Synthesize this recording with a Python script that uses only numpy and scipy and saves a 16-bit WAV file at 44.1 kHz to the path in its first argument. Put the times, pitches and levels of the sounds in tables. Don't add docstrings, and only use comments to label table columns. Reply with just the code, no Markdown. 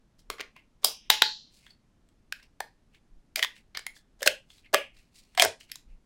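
import sys
import numpy as np
from scipy import signal
from scipy.fft import rfft, irfft
from scipy.io import wavfile
from scipy.ndimage import uniform_filter1d, minimum_filter1d

SR = 44100
rng = np.random.default_rng(int(sys.argv[2]) if len(sys.argv) > 2 else 0)


def write(x):
    x = np.atleast_2d(x).T
    wavfile.write(sys.argv[1], SR, np.round(np.clip(x, -1, 1) * 32767).astype(np.int16))


N = 267113

# (catch time [s], 60 dB swell [s], 60 dB release [s], dull rub before trim [dB], bright rub before trim [dB],
#  tick level [dB], tick pitch [Hz])
RUB_STROKES = [(0.192, 0.02, .1, -89, -63.5, -37.5, 5600), (.5636, .025, .17, -53, -74, -23, 1040),
               (1.061, 0.18, 0.12, -67, -80, -62, 2968), (1.542, 0.066, .3, -90, -62, -46, 6500),
               (1.665, 0.39, .1, -64, -70, -26, 1656), (1.706, 0.073, .1, -71, -70, -34.5, 4570),
               (2.088, 0.057, .07, -83, -91, -41, 8030), (2.3976, 0.081, .04, -70, -67.5, -36.5, 1950),
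               (2.4286, 0.023, .1, -57.5, -65.5, -31.5, 5390), (2.9459, .06, .11, -62, -70, -36, 1720),
               (3.564, 0.073, .13, -55.5, -60.5, -32, 1960), (3.9645, 0.065, .12, -71, -58, -31, 1694),
               (4.5023, .02, .28, -73.5, -64, -29, 3520), (4.581, 0.25, .1, -68, -63.5, -38, 3940),
               (4.6598, 0.066, .07, -55, -77.5, -41, 2143), (4.968, 0.092, .33, -63.5, -66, -37.5, 4010),
               (5.166, 0.074, .28, -64, -56.5, -49, 8530), (5.3497, .25, .04, -71.5, -75, -20, 8830),
               (5.6092, 0.041, .14, -59, -57, -26, 2930), (5.6987, .05, .07, -57, -66, -29, 2086),
               (5.902, .1, .25, -72, -80.5, -60, 2190)]
EDGE_HZ = 16200
TAPS, LEAD = 4096, 128


def amp(db):
    return 10 ** (np.asarray(db) / 20)


def evened(x):
    return x / np.sqrt(np.mean(x ** 2) + 1e-20)


def read(points, hz):
    f, value = np.transpose(points)
    return np.interp(np.log(hz + 1), np.log(f + 1), value)


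def add(mix, s, sound):
    part = mix[max(round(s * SR), 0):][:len(sound)]
    part += sound[:len(part)]


def coloured(x, points):
    hz = np.fft.rfftfreq(len(x), 1 / SR)
    return evened(irfft(rfft(x) * amp(read(points, hz)), len(x)))


def causal(db):
    log_gain = np.log(amp(np.r_[db, db[-2:0:-1]]))
    return np.exp(np.conj(signal.hilbert(log_gain)))[:len(db)]


def fade(t, t60, bend=1):
    return np.exp(-np.log(1000) * (t / t60) ** bend)


def grains(per_s, spread_db):
    size = amp(spread_db * np.minimum(rng.exponential(1, N), 4)) * rng.choice([-1, 1], N)
    return size * (rng.random(N) < per_s / SR)


def contacts():
    # (time [s], level [dB], contact length [ms], thud [dB], knock [dB], fizz [dB],
    # first mode of the struck part [Hz], second mode [Hz], room send [dB])
    knocks = [(.3014, -0.5, 1.6, 5, -8, -11, 1110, 1330, -8.5),
              (.383, -18, 3.1, -10, -5, -24, 1150, 1950, 3),
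              (.3962, -9, 2.5, 4.5, -8.5, -29, 2300, 1480, -14.5),
              (.4053, 0, 1.84, -4.5, -12.5, -27, 1060, 6030, -8.5),
              (.41, -9, 2, -18, -13, -10.5, 1960, 2800, -27),
              (.833, -27.5, 1.5, 7, 6.5, -12.5, 3530, 1110, 4),
              (.8455, 2, 2.18, 1.5, 13.5, 9.5, 4830, 3430, -7.5),
              (1.1011, 13, 2.5, -6.5, 7, -3, 3670, 1720, -10.5),
              (1.2207, 19.5, 1.62, -7, 2, -15.5, 3867, 1398, -15.5),
              (2.3246, 1, 1.26, -22, -5.5, -15.5, 1584, 2550, -14),
              (2.6046, -6.5, 1.82, 3.5, 11, -6.5, 1745, 813, -13),
              (3.3589, 1, 1.91, -17, -10, -4, 2390, 4626, -7),
              (3.3923, 0.5, 3.1, -16, -8, -15.5, 1930, 2950, -11.5),
              (3.4261, 10, 3.9, -17.5, -9.5, -17, 3210, 1900, -25),
              (3.4347, 6, 1, -37, -26, -18, 1920, 3370, -10),
              (3.4404, -1.5, 2, -11, -4, -13, 970, 1964, -10),
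              (3.446, -2, 2.5, -23, 6.5, -11, 3510, 2600, -15),
              (3.7483, -9, 4.3, -12.5, -3.5, -24.5, 4200, 2210, -2),
              (3.772, -3, 2.5, -11, -1.5, -12, 4790, 1760, -12.5),
              (3.7915, -12, 3.3, -5, 2, -18.5, 9100, 7200, -14.5),
              (3.8658, -7.5, 2.26, -14.5, -2.5, -6, 2127, 10000, -12.5),
              (4.206, -25, 4.4, 9, -0.5, -8.5, 3090, 642, -1.5),
              (4.22, -15, 3, -2.5, -1.5, -4, 1640, 740, -17.5),
              (4.229, -0.5, 2.2, -3, -6, -6.5, 1690, 5440, -11),
              (4.2596, 0, 7.1, 12.5, 3, -4, 1630, 4230, -13),
              (4.2743, 17.5, 3.2, -9, -11.5, -10.5, 1560, 2640, -18),
              (4.739, 0.5, 3.5, 13.5, 15.5, -3.5, 2760, 1730, -11.5),
              (4.7445, 13.5, 1.73, 1.5, 1.5, -11.5, 1612, 1182, -13),
              (5.3757, 6, 2.64, -13, -1.5, -19, 720, 7700, -0.5),
              (5.3976, 12, 1.1, -34.5, -16.5, -11.5, 3200, 2460, -9),
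              (5.4221, 19.5, 1.37, -10, 0, -5.5, 692, 2150, -31),
              (5.449, -5, 1.8, 9.5, 15.5, 6.5, 1570, 2220, -41.5),
              (5.4577, -7.5, 1.5, 22.5, 14.5, -19.5, 1620, 680, -11.5),
              (5.7166, -5, 2.5, -34, -32, -14, 11600, 5260, -10.5),
              (5.7566, -22, 2.3, -20, 4.5, -1.5, 6830, 3950, -10.5)]
    # [thud [dB], knock [dB], fizz [dB]]
    tick_tone = [-6, -4, -18]
    tick_ms, tick_room_db = 2.8, -7.5
    overtone = 2.02
    ticks = [(s, db, tick_ms, *tick_tone, hz, hz * overtone, tick_room_db)
             for s, *_, db, hz in RUB_STROKES]
    return list(knocks) + ticks


def chatter(ms, tick=1.4, after=1.0, onset=0.37, flatten=.35):
    t_ms = np.maximum(np.arange(TAPS) - LEAD, 0) / SR * 1000
    pressed = np.exp(-(t_ms / ms) ** 4) + after * np.exp(-t_ms / ms)
    grip = pressed * (1 - np.exp(-t_ms / (onset * ms)))
    burst = rng.standard_normal(TAPS) * grip
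    burst[LEAD + 3] += tick * np.sqrt(SR / 1000) / ms
    z = rfft(burst)
    z /= (abs(z) + 1e-12) ** flatten
    return z / np.sqrt(np.mean(abs(z) ** 2))


def clicks(ring_share=0.093, sub_db=-22, top_db=-3):
    # thud, knock, reference, bite and fizz [Hz]
    band_hz = [430, 1000, 2100, 4200, 9500]
    # (frequency [Hz], width [Hz], gain [dB])
    shell_modes = [(457, 41, 3), (837.2, 86, 0), (1339, 70, -4), (1795, 760, 1), (2520, 720, -2.5),
                   (3200, 650, 1), (4772, 350, 1.5), (8300, 1100, -0.5), (11140, 2800, 1.5)]
    # [first [dB], second [dB]]
    mode_db = [12.5, 8]
    purity = 0.17
    bite_share, bite_db = 0.31, 2

    hz, direct, sent = np.fft.rfftfreq(TAPS, 1 / SR), np.zeros(N), np.zeros(N)
    shell_db = sum(db / (1 + (2 * (hz - f) / width) ** 2) for f, width, db in shell_modes)
    for s, db, ms, thud, knock, fizz, hz1, hz2, room_db in contacts():
        bite = bite_db + bite_share * fizz
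        lows = [(40, thud + 2 * sub_db), (150, thud + sub_db)]
        bands = list(zip(band_hz, [thud, knock, 0, bite, fizz]))
        colour_db = read(lows + bands + [(EDGE_HZ, fizz + top_db)], hz)
        ring_levels = np.array(mode_db) - purity * min(db, 0)
        for ring_hz, ring_db in zip((hz1, hz2), ring_levels):
            detuning = 2 * (hz / ring_hz - 1) / ring_share
            colour_db += 10 * np.log10(1 + amp(ring_db) ** 2 / (1 + detuning ** 2))
        body = causal(db + colour_db + shell_db)
        click = irfft(chatter(max(ms, .5)) * body)[:TAPS // 2]
        add(direct, s - LEAD / SR, click)
        add(sent, s - LEAD / SR, amp(room_db) * click)
    return direct, sent


def air_column(rise_s=0.002, damping_s=.16):
    # (time [s], pitch [Hz], level [dB], t60 before the hand's damping [s]); # the row at 4.2287
    # s is the hollow of the fitting ringing by itself
    air_rings = [(1.1015, 856, -26, .2), (1.2213, 860, -27, 0.17), (2.6054, 908, -54, .15),
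                 (3.3935, 481, -39.5, 0.062), (4.2195, 541, -23, 0.047), (4.2287, 1702, -35, 0.069),
                 (4.2605, 624, -15.5, 0.044), (4.2748, 539, -15.5, 0.044), (4.7345, 601, -14.5, 0.038),
                 (4.745, 562, -11.5, 0.064), (4.7449, 337, -30, 0.039), (5.3764, 675, -19.5, 0.067),
                 (5.3972, 710, -16, 0.066), (5.4225, 668, -12.5, 0.054), (5.439, 426, -25.5, .073),
                 (5.455, 101, -42, 0.12)]
    socket_hz, socket_db = 1682, -11
    t, out = np.arange(SR // 2) / SR, np.zeros(N)
    held = np.exp(-(t / damping_s) ** 3)
    socket = amp(socket_db) * np.sin(2 * np.pi * socket_hz * t)
    for s, hz, db, t60 in air_rings:
        tone = np.sin(2 * np.pi * hz * t) + socket
        ring = amp(db) * tone * fade(t, t60) * held * (1 - np.exp(-t / rise_s))
        opening = signal.butter(2, hz / 2, "high", fs=SR, output="sos")
        add(out, s, signal.sosfilt(opening, ring))
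    return out


def ribbed_wall(count=200, rise_s=.0025, edge_loss=0.072, bend=1.134):
    # (time [s], centre [Hz], spread [octaves], level [dB], t60 at the centre [s])
    rib_rings = [(.4056, 2210, 0.28, -45, 0.12), (0.8456, 5400, 0.14, -37, 0.38),
                 (.848, 3165, 0.22, -48.5, 0.57), (1.103, 3940, 0.47, -26.5, 0.3),
                 (1.224, 4096, 0.14, -27.5, 0.37), (1.2225, 4390, 0.37, -36.5, 0.49),
                 (1.223, 1750, .12, -49.5, .25), (1.7011, 4540, 0.043, -48.5, 0.05),
                 (2.606, 4580, 0.19, -60, 0.25), (2.605, 1808, 0.012, -49.5, 0.24),
                 (3.8655, 2048, .078, -63, .2), (4.275, 2850, .15, -34.5, .21),
                 (4.745, 2550, 0.25, -30, .26), (5.399, 2385, 0.058, -28, 0.12)]
    t, out = np.arange(SR // 3, dtype=np.float32) / SR, np.zeros(N)
    for s, centre_hz, octaves, db, t60 in rib_rings:
        offset, phase = np.float32([rng.standard_normal((count, 1)), rng.random((count, 1))])
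        modes = np.sin(2 * np.pi * (centre_hz * 2 ** (octaves * offset) * t + phase))
        extra_loss = np.exp(-offset ** 2 * float(np.log(1000) * edge_loss / t60) * t)
        cluster = (modes * extra_loss).sum(0) / np.sqrt(count / 2)
        add(out, s, amp(db) * cluster * fade(t, t60, bend) * (1 - np.exp(-t / rise_s)))
    return out


def scrapes():
    # (start [s], length [s], level [dB])
    drags = [(0.395, 0.036, -63), (0.815, 0.11, -60), (3.368, 0.026, -40.5), (4.19, 0.026, -64),
             (4.2597, 0.013, -27), (4.729, 0.02, -41), (5.372, .015, -49), (5.395, 0.037, -28.5),
             (5.418, 0.029, -26), (5.454, 0.0043, -38)]
    # (frequency [Hz], relative level [dB])
    drag_colour = [(100, -23.5), (220, -19.5), (380, -8), (600, 7.5), (1050, -5.5), (1600, 0.5),
                   (3000, -8.5), (5000, 0), (9000, -7), (16000, -22.5)]
    force = np.zeros(N)
    for s, length, db in drags:
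        add(force, s, amp(db) * signal.windows.tukey(max(int(length * SR), 8), .25))
    return force * coloured(grains(per_s=5900, spread_db=4), drag_colour)


def rubs(dull_db=-3.5, bright_db=-1, stick_db=1.5, bend=1.34):
    # (frequency [Hz], relative level [dB])
    dull_colour = [(500, -24.5), (1300, -21.5), (1750, -5), (2200, 2.5), (2750, 4.5), (3300, -8.5),
                   (6000, -36.5)]
    # (frequency [Hz], relative level [dB])
    bright_colour = [(2000, -33), (3200, -6.5), (4400, 1.5), (6000, -6), (8000, -5.5), (12000, -13.5),
                     (13500, -21.5), (16000, -14.5)]
    t, force = np.arange(N) / SR, np.zeros((2, N))
    for s, swell_s, release_s, dull, bright, *_ in RUB_STROKES:
        stroke = fade(abs(t - s), np.where(t < s, swell_s, release_s), bend)
        force += amp([[dull], [bright]]) * stroke
    catching = evened(uniform_filter1d(rng.standard_normal(N), size=400))
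    dull_force, bright_force = uniform_filter1d(force, size=500, axis=1) * amp(stick_db * catching)
    dull_grain = coloured(grains(per_s=3000, spread_db=0.0), dull_colour)
    bright_grain = coloured(grains(per_s=2100, spread_db=1.5), bright_colour)
    return amp(dull_db) * dull_force * dull_grain + amp(bright_db) * bright_force * bright_grain


def room(x, first_s=0.00046, build_s=0.0028, bend=1.13):
    # (frequency [Hz], t60 [s])
    decay_times = [(200, .16), (700, .2), (1800, .2), (4500, .21), (9000, .205), (15000, .155)]
    # (frequency [Hz], relative level [dB])
    echo_colour = [(150, 5), (500, 1), (1200, -2), (2500, 2.5), (5000, -4), (10000, -3.5), (16000, -3)]
    t = np.arange(SR // 2) / SR
    taps = rng.standard_normal(len(t)) * (rng.random(len(t)) < 6000 / SR)
    hz, at, z = signal.stft(taps, SR, nperseg=256)
    z = z * fade(at, read(decay_times, hz)[:, None], bend) * amp(read(echo_colour, hz))[:, None]
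    build = 1 - np.exp(-np.maximum(t - first_s, 0) / build_s)
    tail = signal.istft(z, SR, nperseg=256)[1][:len(t)] * build
    return signal.fftconvolve(x, tail / np.linalg.norm(tail))[:N]


def background(floor_db=-64.5):
    # (peak time [s], time from the peak to 1/e [s], level [dB])
    arm_swells = [(0.3, 0.033, -49.5), (3.158, 0.034, -46.5), (4.942, 0.09, -58), (5.918, 0.066, -50.5)]
    # (frequency [Hz], relative level [dB])
    swell_colour = [(10, -12.5), (24, 3), (33, -6.5), (45, -6.5), (70, -40), (200, -29), (600, -89)]
    # (frequency [Hz], relative level [dB])
    floor_colour = [(15, 0), (33, 4.5), (55, -6), (130, -8), (240, -8), (450, -19.5), (900, -24.5),
                    (2600, -32.5), (6300, -36.5), (9000, -41), (12500, -46), (13500, -56.5), (16000, -60)]
    t = np.arange(N) / SR
    motion = sum(amp(db) * np.exp(-((t - s) / length) ** 2) for s, length, db in arm_swells)
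    tone = amp(floor_db) * coloured(rng.standard_normal(N), floor_colour)
    return tone + motion * coloured(rng.standard_normal(N), swell_colour)


def scene(ring_room_db=-9, scrape_room_db=-6):
    direct, sent = clicks()
    ringing = air_column() + ribbed_wall()
    scraping = scrapes()
    echo = room(sent + amp(ring_room_db) * ringing + amp(scrape_room_db) * scraping)
    return (direct + ringing + scraping + echo + rubs() + background())[None]


def record(dry):
    allowed = np.minimum(.95 / (abs(dry) + 1e-9), 1)
    gain = uniform_filter1d(minimum_filter1d(allowed, size=33), size=33)
    band_limit = signal.firwin(255, EDGE_HZ, window=("kaiser", 8), fs=SR)
    return signal.oaconvolve(dry * gain, band_limit[None], "same")


dry = scene()
out = record(dry)
write(out)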